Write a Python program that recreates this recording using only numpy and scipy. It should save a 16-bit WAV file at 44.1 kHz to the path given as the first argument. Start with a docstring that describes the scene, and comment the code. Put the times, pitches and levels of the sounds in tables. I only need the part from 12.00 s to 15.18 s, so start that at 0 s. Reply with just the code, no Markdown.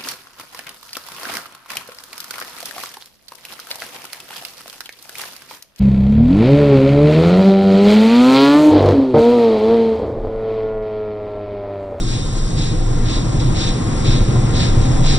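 """A low exhaust roar and a bright blow of leaking steam open the scene: a steam locomotive draws nearer along
an open platform. Turbulent noise coloured by chimney and boiler makes the roar, swayed by six uneven beats a
wheel turn. Once a turn a leaking cylinder blows a noise jet, more faintly on some return strokes. A narrow
deep rumble, a steady hiss, thin spurts of steam and decaying modes of metal knocks lie around it, and a close
pair of microphones hears the noises with a likeness and phase that depend on frequency."""
import sys
import numpy as np
from scipy import signal
from scipy.fft import rfft, irfft, next_fast_len
from scipy.io import wavfile
from scipy.ndimage import uniform_filter1d

SR = 44100
rng = np.random.default_rng(int(sys.argv[2]) if len(sys.argv) > 2 else 0)


def output_pcm(signal):
    """Save a mono or channel-first signal as 16-bit PCM at the path in sys.argv[1].

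    Samples are clipped to [-1, 1] before scaling.
    """
    pcm = np.clip(np.atleast_2d(signal).T, -1, 1) * 32767
    wavfile.write(sys.argv[1], SR, np.round(pcm).astype(np.int16))


def boost(x):
    """Linear amplitude factor 10**(x/20) for a level x in decibels (scalar or array-like)."""
    u = np.asarray(x, float) / 20
    return 10 ** u


N = 140238


def rms_one(x):
    """Energy normalisation: scales the root mean square to 1."""
    return x / np.sqrt(np.mean(x ** 2) + 1e-20)


def along(rows, at):
    """Linear interpolation: every later column of a table, read at places along its first column."""
    first, *columns = np.transpose(rows)
    return [np.interp(at, first, c) for c in columns]


def colour(rows, hz):
    """Spectral envelope: gain from an (f/Hz, level/dB) table, interpolated over log frequency."""
    table_hz, table_db = np.transpose(rows)
    return boost(np.interp(np.log(hz), np.log(table_hz), table_db))


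def resonance(hz, centre_hz, width_hz):
    """Double resonance: the squared magnitude of a damped oscillator's response, 1 at its centre."""
    return 1 / (1 + ((hz - centre_hz ** 2 / hz) / width_hz) ** 2)


def drift(rate_hz):
    """Low-passed chance: white noise through a double real pole gives a slow wander of rms 1."""
    step = 40  # samples between computed points
    pole = np.exp(-2 * np.pi * rate_hz * step / SR)
    settle = 2000  # points discarded while the filter settles
    white = rng.standard_normal(N // step + 2 + settle)
    slow = signal.lfilter([1], [1, -2 * pole, pole * pole], white)[settle:]
    return np.interp(np.arange(N) / step, np.arange(len(slow)), rms_one(slow - slow.mean()))


def pair_noise(shape, patchy_db=0., rate_hz=8.):
    """Partial coherence: two noises mixed by likeness and phase; half-octave bands flicker singly; rms 1."""
    # microphone pair: f/Hz, likeness (0-1, before its cap), extra phase lead of right/rad, left over right/dB
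    spacing = [(20, .99, -0.04, 0.1), (99, 1, -0.42, -0.3), (164, .96, -0.8, 0.4), (310, .62, -0.8, 1.5),
               (500, 0.34, -0.8, 2.4), (836, 0.4, -1.0, 2.5), (1200, 0.57, -2.5, 1), (1454, 1, -6.5, 3.0),
               (1566, 0, -5.5, 7.5), (1730, 0.8, -6, 4), (2050, 0.1, -4, 3), (2280, 0.6, -4.5, -1),
               (2990, 0.7, -5.5, 1.5), (3070, 0, -3.6, 3.5), (3310, 0.5, -4, -1), (3450, 1, -3.5, 0),
               (6200, 1, -3, .1), (9500, 1, -3.14, 0)]
    left_lag_s = 1 / 2260
    size = next_fast_len(N)
    hz = np.arange(size // 2 + 1) * SR / size + 1e-3  # kept above zero for the logarithms
    alike, lead, pan_db = along(spacing, hz)
    alike = np.clip(alike, 0, np.where(hz > 300, .94, 1))
    one, other = rfft(rng.standard_normal((2, size)))
    phase = lead + 2 * np.pi * hz * left_lag_s
    right = alike * one * np.exp(1j * phase) + np.sqrt(1 - alike ** 2) * other
    both = np.array([one * boost(pan_db / 2), right * boost(-pan_db / 2)]) * shape(hz)
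    # overlapping triangular bands whose gains add up to 1
    place = 2 * np.log2(np.clip(hz, 40, 10240) / 40)
    out = 0
    for k in range(17):
        band = irfft(both * np.clip(1 - abs(place - k), 0, 1), size)[:, :N]
        out = out + band * boost(patchy_db * drift(rate_hz))
    return rms_one(out)


def hiss(t):
    """Stationary filtered noise: steam hiss of fixed spectral envelope that wavers a little."""
    # course of the hiss: t/s, level/dB
    course = [(0, -31.5), (.5, -33.5), (.9, -35.5), (1.4, -33), (1.9, -33.5), (2.4, -33), (3.18, -32)]
    # hiss as heard, with a narrow dip near 8.9 kHz: f/Hz, relative level per Hz/dB
    heard = [(2200, -19.5), (3200, -6), (3800, -2.5), (5500, -0.5), (7000, -6), (8600, -5.5), (8880, -19.5),
             (9250, 1), (9700, -8.5)]
    level_db, = along(course, t)
    return boost(level_db) * pair_noise(lambda hz: colour(heard, hz), patchy_db=.7, rate_hz=3.0)


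def rumble(t):
    """Narrow-band noise: a resonance makes a deep throb, whose random slow swing is partly evened out."""
    # course of the rumble: t/s, level/dB
    course = [(0, -18), (.5, -18.5), (.9, -18), (1.4, -18), (1.9, -19), (2.25, -16), (2.5, -20), (2.8, -13),
              (3.18, -16)]
    centre_hz, width_hz = 24.6, 15.5
    evening = .2  # share of the slow swing taken out
    level_db, = along(course, t)
    throb = pair_noise(lambda hz: resonance(hz, centre_hz, width_hz))
    power = np.mean(throb ** 2, 0)
    slow_power = uniform_filter1d(uniform_filter1d(power, size=SR // 6), size=SR // 6)
    return boost(level_db) * rms_one(throb / slow_power ** (evening / 2))


def knocks(t):
    """Modal synthesis: dull metal knocks in the running gear, decaying sines of scattered strength."""
    # knocks: t/s, level before side gains and scatter/dB
    strikes = [(.025, -29), (1.865, -21), (2.355, -15)]
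    # modes of the metal: f/Hz, relative level before scatter/dB, 60 dB decay time/s
    modes = [(1040, 0, .06), (1196, -3, .05), (760, -6, 0.058), (1690, -11, 0.029)]
    out = np.zeros(N)
    luck_db = rng.normal(0, 2, (len(strikes), len(modes)))
    for (start, db), row in zip(strikes, luck_db):
        age = np.clip(t - start, 0, None)
        onset = 1 - np.exp(-age / .002)
        for (hz, mode_db, t60), extra_db in zip(modes, row):
            decay = boost(db + mode_db + extra_db - 60 * age / t60)
            out += decay * onset * np.sin(2 * np.pi * hz * age)
    return out * boost(np.array([[-4.0], [-7.0]]))  # a little louder on the left


def spurts(t):
    """Gated noise: Gaussian envelopes make brief bright wisps of steam swell and fade."""
    # spurts: t of peak/s, length/s, level/dB
    wisps = [(0.373, .03, -37), (1.41, 0.011, -41), (1.655, 0.035, -35.5), (2.857, .03, -44)]
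    # spurts as heard, with a narrow dip near 8.9 kHz: f/Hz, relative level per Hz/dB
    heard = [(3000, -25), (5000, -6.5), (6500, -0.5), (8500, -1.5), (8900, -8), (9400, -1)]
    envelope = sum(boost(db) * np.exp(-((t - peak) / length) ** 2) for peak, length, db in wisps)
    return envelope * pair_noise(lambda hz: colour(heard, hz))


def leak(t):
    """Pulsed jet noise: each blow rises, holds and dies; its treble is briefer; a faint whistle wanders."""
    # one strong blow per wheel turn, with some fainter or shorter ones between:
    # t of start/s, rise/s, hold/s, level/dB, brightness/dB (added to treble, taken off the rest)
    blows = [(0.024, 0.092, 0.048, -29.5, -3), (0.33, 0.033, .03, -36.5, -1),
             (0.552, .03, 0.096, -27, -0.7), (1.031, 0.048, 0.095, -27, -1.5),
             (1.392, 0.0072, .006, -30.5, -1.5), (1.533, .04, 0.12, -25, -2),
             (2.036, .02, .10, -26.5, -5.2), (2.513, 0.058, 0.085, -23.5, -3),
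             (2.788, 0.035, .03, -33, 0.1), (3.01, 0.056, 0.082, -22, -2)]
    # leak as heard, with a narrow dip near 8.9 kHz: f/Hz, relative level per Hz/dB
    heard = [(1000, -17), (1700, -13), (3000, -10), (3500, -6), (3850, 1), (4200, -4.5), (5500, -6.5),
             (7000, -13.5), (8600, -18.5), (8900, -33), (9250, -18.5)]
    # whistle of the leak: t/s, level before its wander/dB
    whistle_course = [(0, -39.5), (.15, -39), (.3, -48), (.45, -46), (.6, -49.5), (1.0, -52), (1.4, -51.5),
                      (1.55, -42), (1.8, -59), (2.1, -43), (2.4, -48), (2.8, -49.5), (3.1, -43)]
    whistle_hz, whistle_width_hz = 3690, 250
    release_s = 0.06
    swell_db = 2.5  # a blow is weaker by this much at the ends of its hold
    treble_narrowing = 1.3  # exponent: the top of the jet sounds only near full pressure
    flutter_db = .6

    dull, bright = np.zeros(N), np.zeros(N)
    for start, attack, hold, db, bright_db in blows:
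        held = t - start - attack
        rise = np.sin(np.clip((t - start) / attack, 0, 1) * np.pi / 2) ** 2
        fall = np.exp(-(np.clip(held - hold, 0, None) / release_s) ** 1.2)
        swell = boost(-swell_db * np.clip(2 * held / hold - 1, -1, 1) ** 2)
        pressure = rise * fall * swell
        dull = dull + boost(db - bright_db) * pressure
        bright = bright + boost(db + bright_db) * pressure ** treble_narrowing

    jet = pair_noise(lambda hz: colour(heard, hz), patchy_db=.6, rate_hz=30.0)
    treble = signal.sosfiltfilt(signal.butter(1, 5200, "high", fs=SR, output="sos"), jet)
    whistle_db, = along(whistle_course, t)
    whistle = pair_noise(lambda hz: resonance(hz, whistle_hz, whistle_width_hz))
    flutter = boost(flutter_db * drift(30.0))
    blowing = flutter * (dull * (jet - treble) + bright * treble)
    return blowing + boost(whistle_db + 1.2 * drift(20.0)) * whistle


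def body(hz):
    """Source and resonator: the broad roar spectrum with chimney and boiler resonances standing out."""
    # exhaust and running roar: f/Hz, relative level per Hz/dB
    spectrum = [(12, -25), (36, -12), (50, -8.5), (62, -9.5), (90, -6), (118, 1.5), (160, -6.5),
                (210, -13.5), (320, -14), (450, -21), (650, -25.5), (800, -27.5), (1050, -28), (1500, -34),
                (2500, -37), (3300, -40.5), (5000, -49.5)]
    # resonances of chimney and boiler: f/Hz, width/Hz, height/dB
    peaks = [(232.6, 26, 3.5), (323, 49, 3), (494, 45, 6), (764, 31, 6.5), (1039, 74, 5), (1383, 65, 6),
             (1550, 33, 2.5), (1987, 45, 5)]
    peak_db = sum(db * resonance(hz, centre_hz, width_hz) for centre_hz, width_hz, db in peaks)
    return colour(spectrum, hz) * boost(peak_db)


def roar(t):
    """Amplitude-modulated turbulence: six uneven beats a wheel turn sway it, and its lows swell briefly."""
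    # nearness of the engine: t/s, low roar level before swells and beats/dB, extra level of upper roar/dB
    approach = [(0, -21.5, -1), (.5, -21, -0.5), (1.0, -18, -0.8), (1.4, -17.5, -0.6), (1.8, -18, 1.2),
                (2.2, -16, -0.4), (2.6, -14.5, -0.3), (3.18, -15.5, 1)]
    # brief swells, and one slight dip, of the low exhaust roar: t of middle/s, length/s, extra level/dB
    swells = [(0.554, 0.033, 5), (.76, 0.03, 2), (1.01, 0.01, 6.5), (1.393, 0.016, 3.5), (1.545, 0.034, 2),
              (1.698, 0.025, 1), (1.88, .02, 2), (2.076, 0.047, 5), (2.155, 0.024, 2), (2.351, 0.013, 4.5),
              (2.545, 0.036, 1), (2.683, 0.019, -0.5), (2.806, .04, 3), (3.037, 0.019, 1.5)]
    turn_s, first_beat_s = .4955, 0.068
    beat_scatter_db = 1.5  # the depth wanders about zero, so a beat may swell or dip

    beat_phase = 2 * np.pi * (t - first_beat_s) * 6 / turn_s
    beat_db = beat_scatter_db * drift(5.2) * np.cos(beat_phase)
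    level_db, upper_db = along(approach, t)
    swell_db = sum(db * np.exp(-((t - middle) / length) ** 2) for middle, length, db in swells)
    noise = pair_noise(body, patchy_db=.8, rate_hz=3.0)
    low = signal.sosfiltfilt(signal.butter(1, 300, fs=SR, output="sos"), noise)
    upper = noise - low
    return boost(level_db) * (boost(swell_db + beat_db) * low + boost(upper_db + 0.37 * beat_db) * upper)


def scene():
    """Linear superposition: the pressures of all sources add at the two microphones."""
    t = np.arange(N) / SR
    return hiss(t) + rumble(t) + knocks(t) + spurts(t) + leak(t) + roar(t)


def band_limit(x):
    """A steep low-pass at the top of the band."""
    return signal.sosfilt(signal.butter(12, 9970, fs=SR, output="sos"), x)


def record(dry):
    """Saturation and band-stop filtering: peaks are rounded, bands of sum and difference emptied, the top cut."""
    # silent bands in the sum of the sides: f/Hz, width/Hz
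    sum_gaps = [(4570, 190), (6790, 300), (9020, 380)]
    # silent bands in the difference of the sides: f/Hz, width/Hz
    difference_gaps = [(5670, 300), (7900, 500)]
    limit, cutoff_hz = 1.1, 9730
    dry = limit * np.tanh(dry / limit)
    size = next_fast_len(N)
    hz = np.arange(size // 2 + 1) * SR / size
    top = np.clip((cutoff_hz - hz) / 80 + .5, 0, 1) ** 2

    def carve(x, gaps):
        """Band-stop filtering: opens the gaps with sloping edges and cuts the top."""
        passed = [np.clip((abs(hz - centre) - width / 2) / 60 + .5, 0, 1) for centre, width in gaps]
        return irfft(rfft(x, size) * np.prod(passed, axis=0) * top, size)[:N]

    mid = carve(dry[0] + dry[1], sum_gaps) / 2
    side = carve(dry[0] - dry[1], difference_gaps) / 2
    return band_limit(np.array([mid + side, mid - side]))


dry = scene()
out = record(dry)
output_pcm(out)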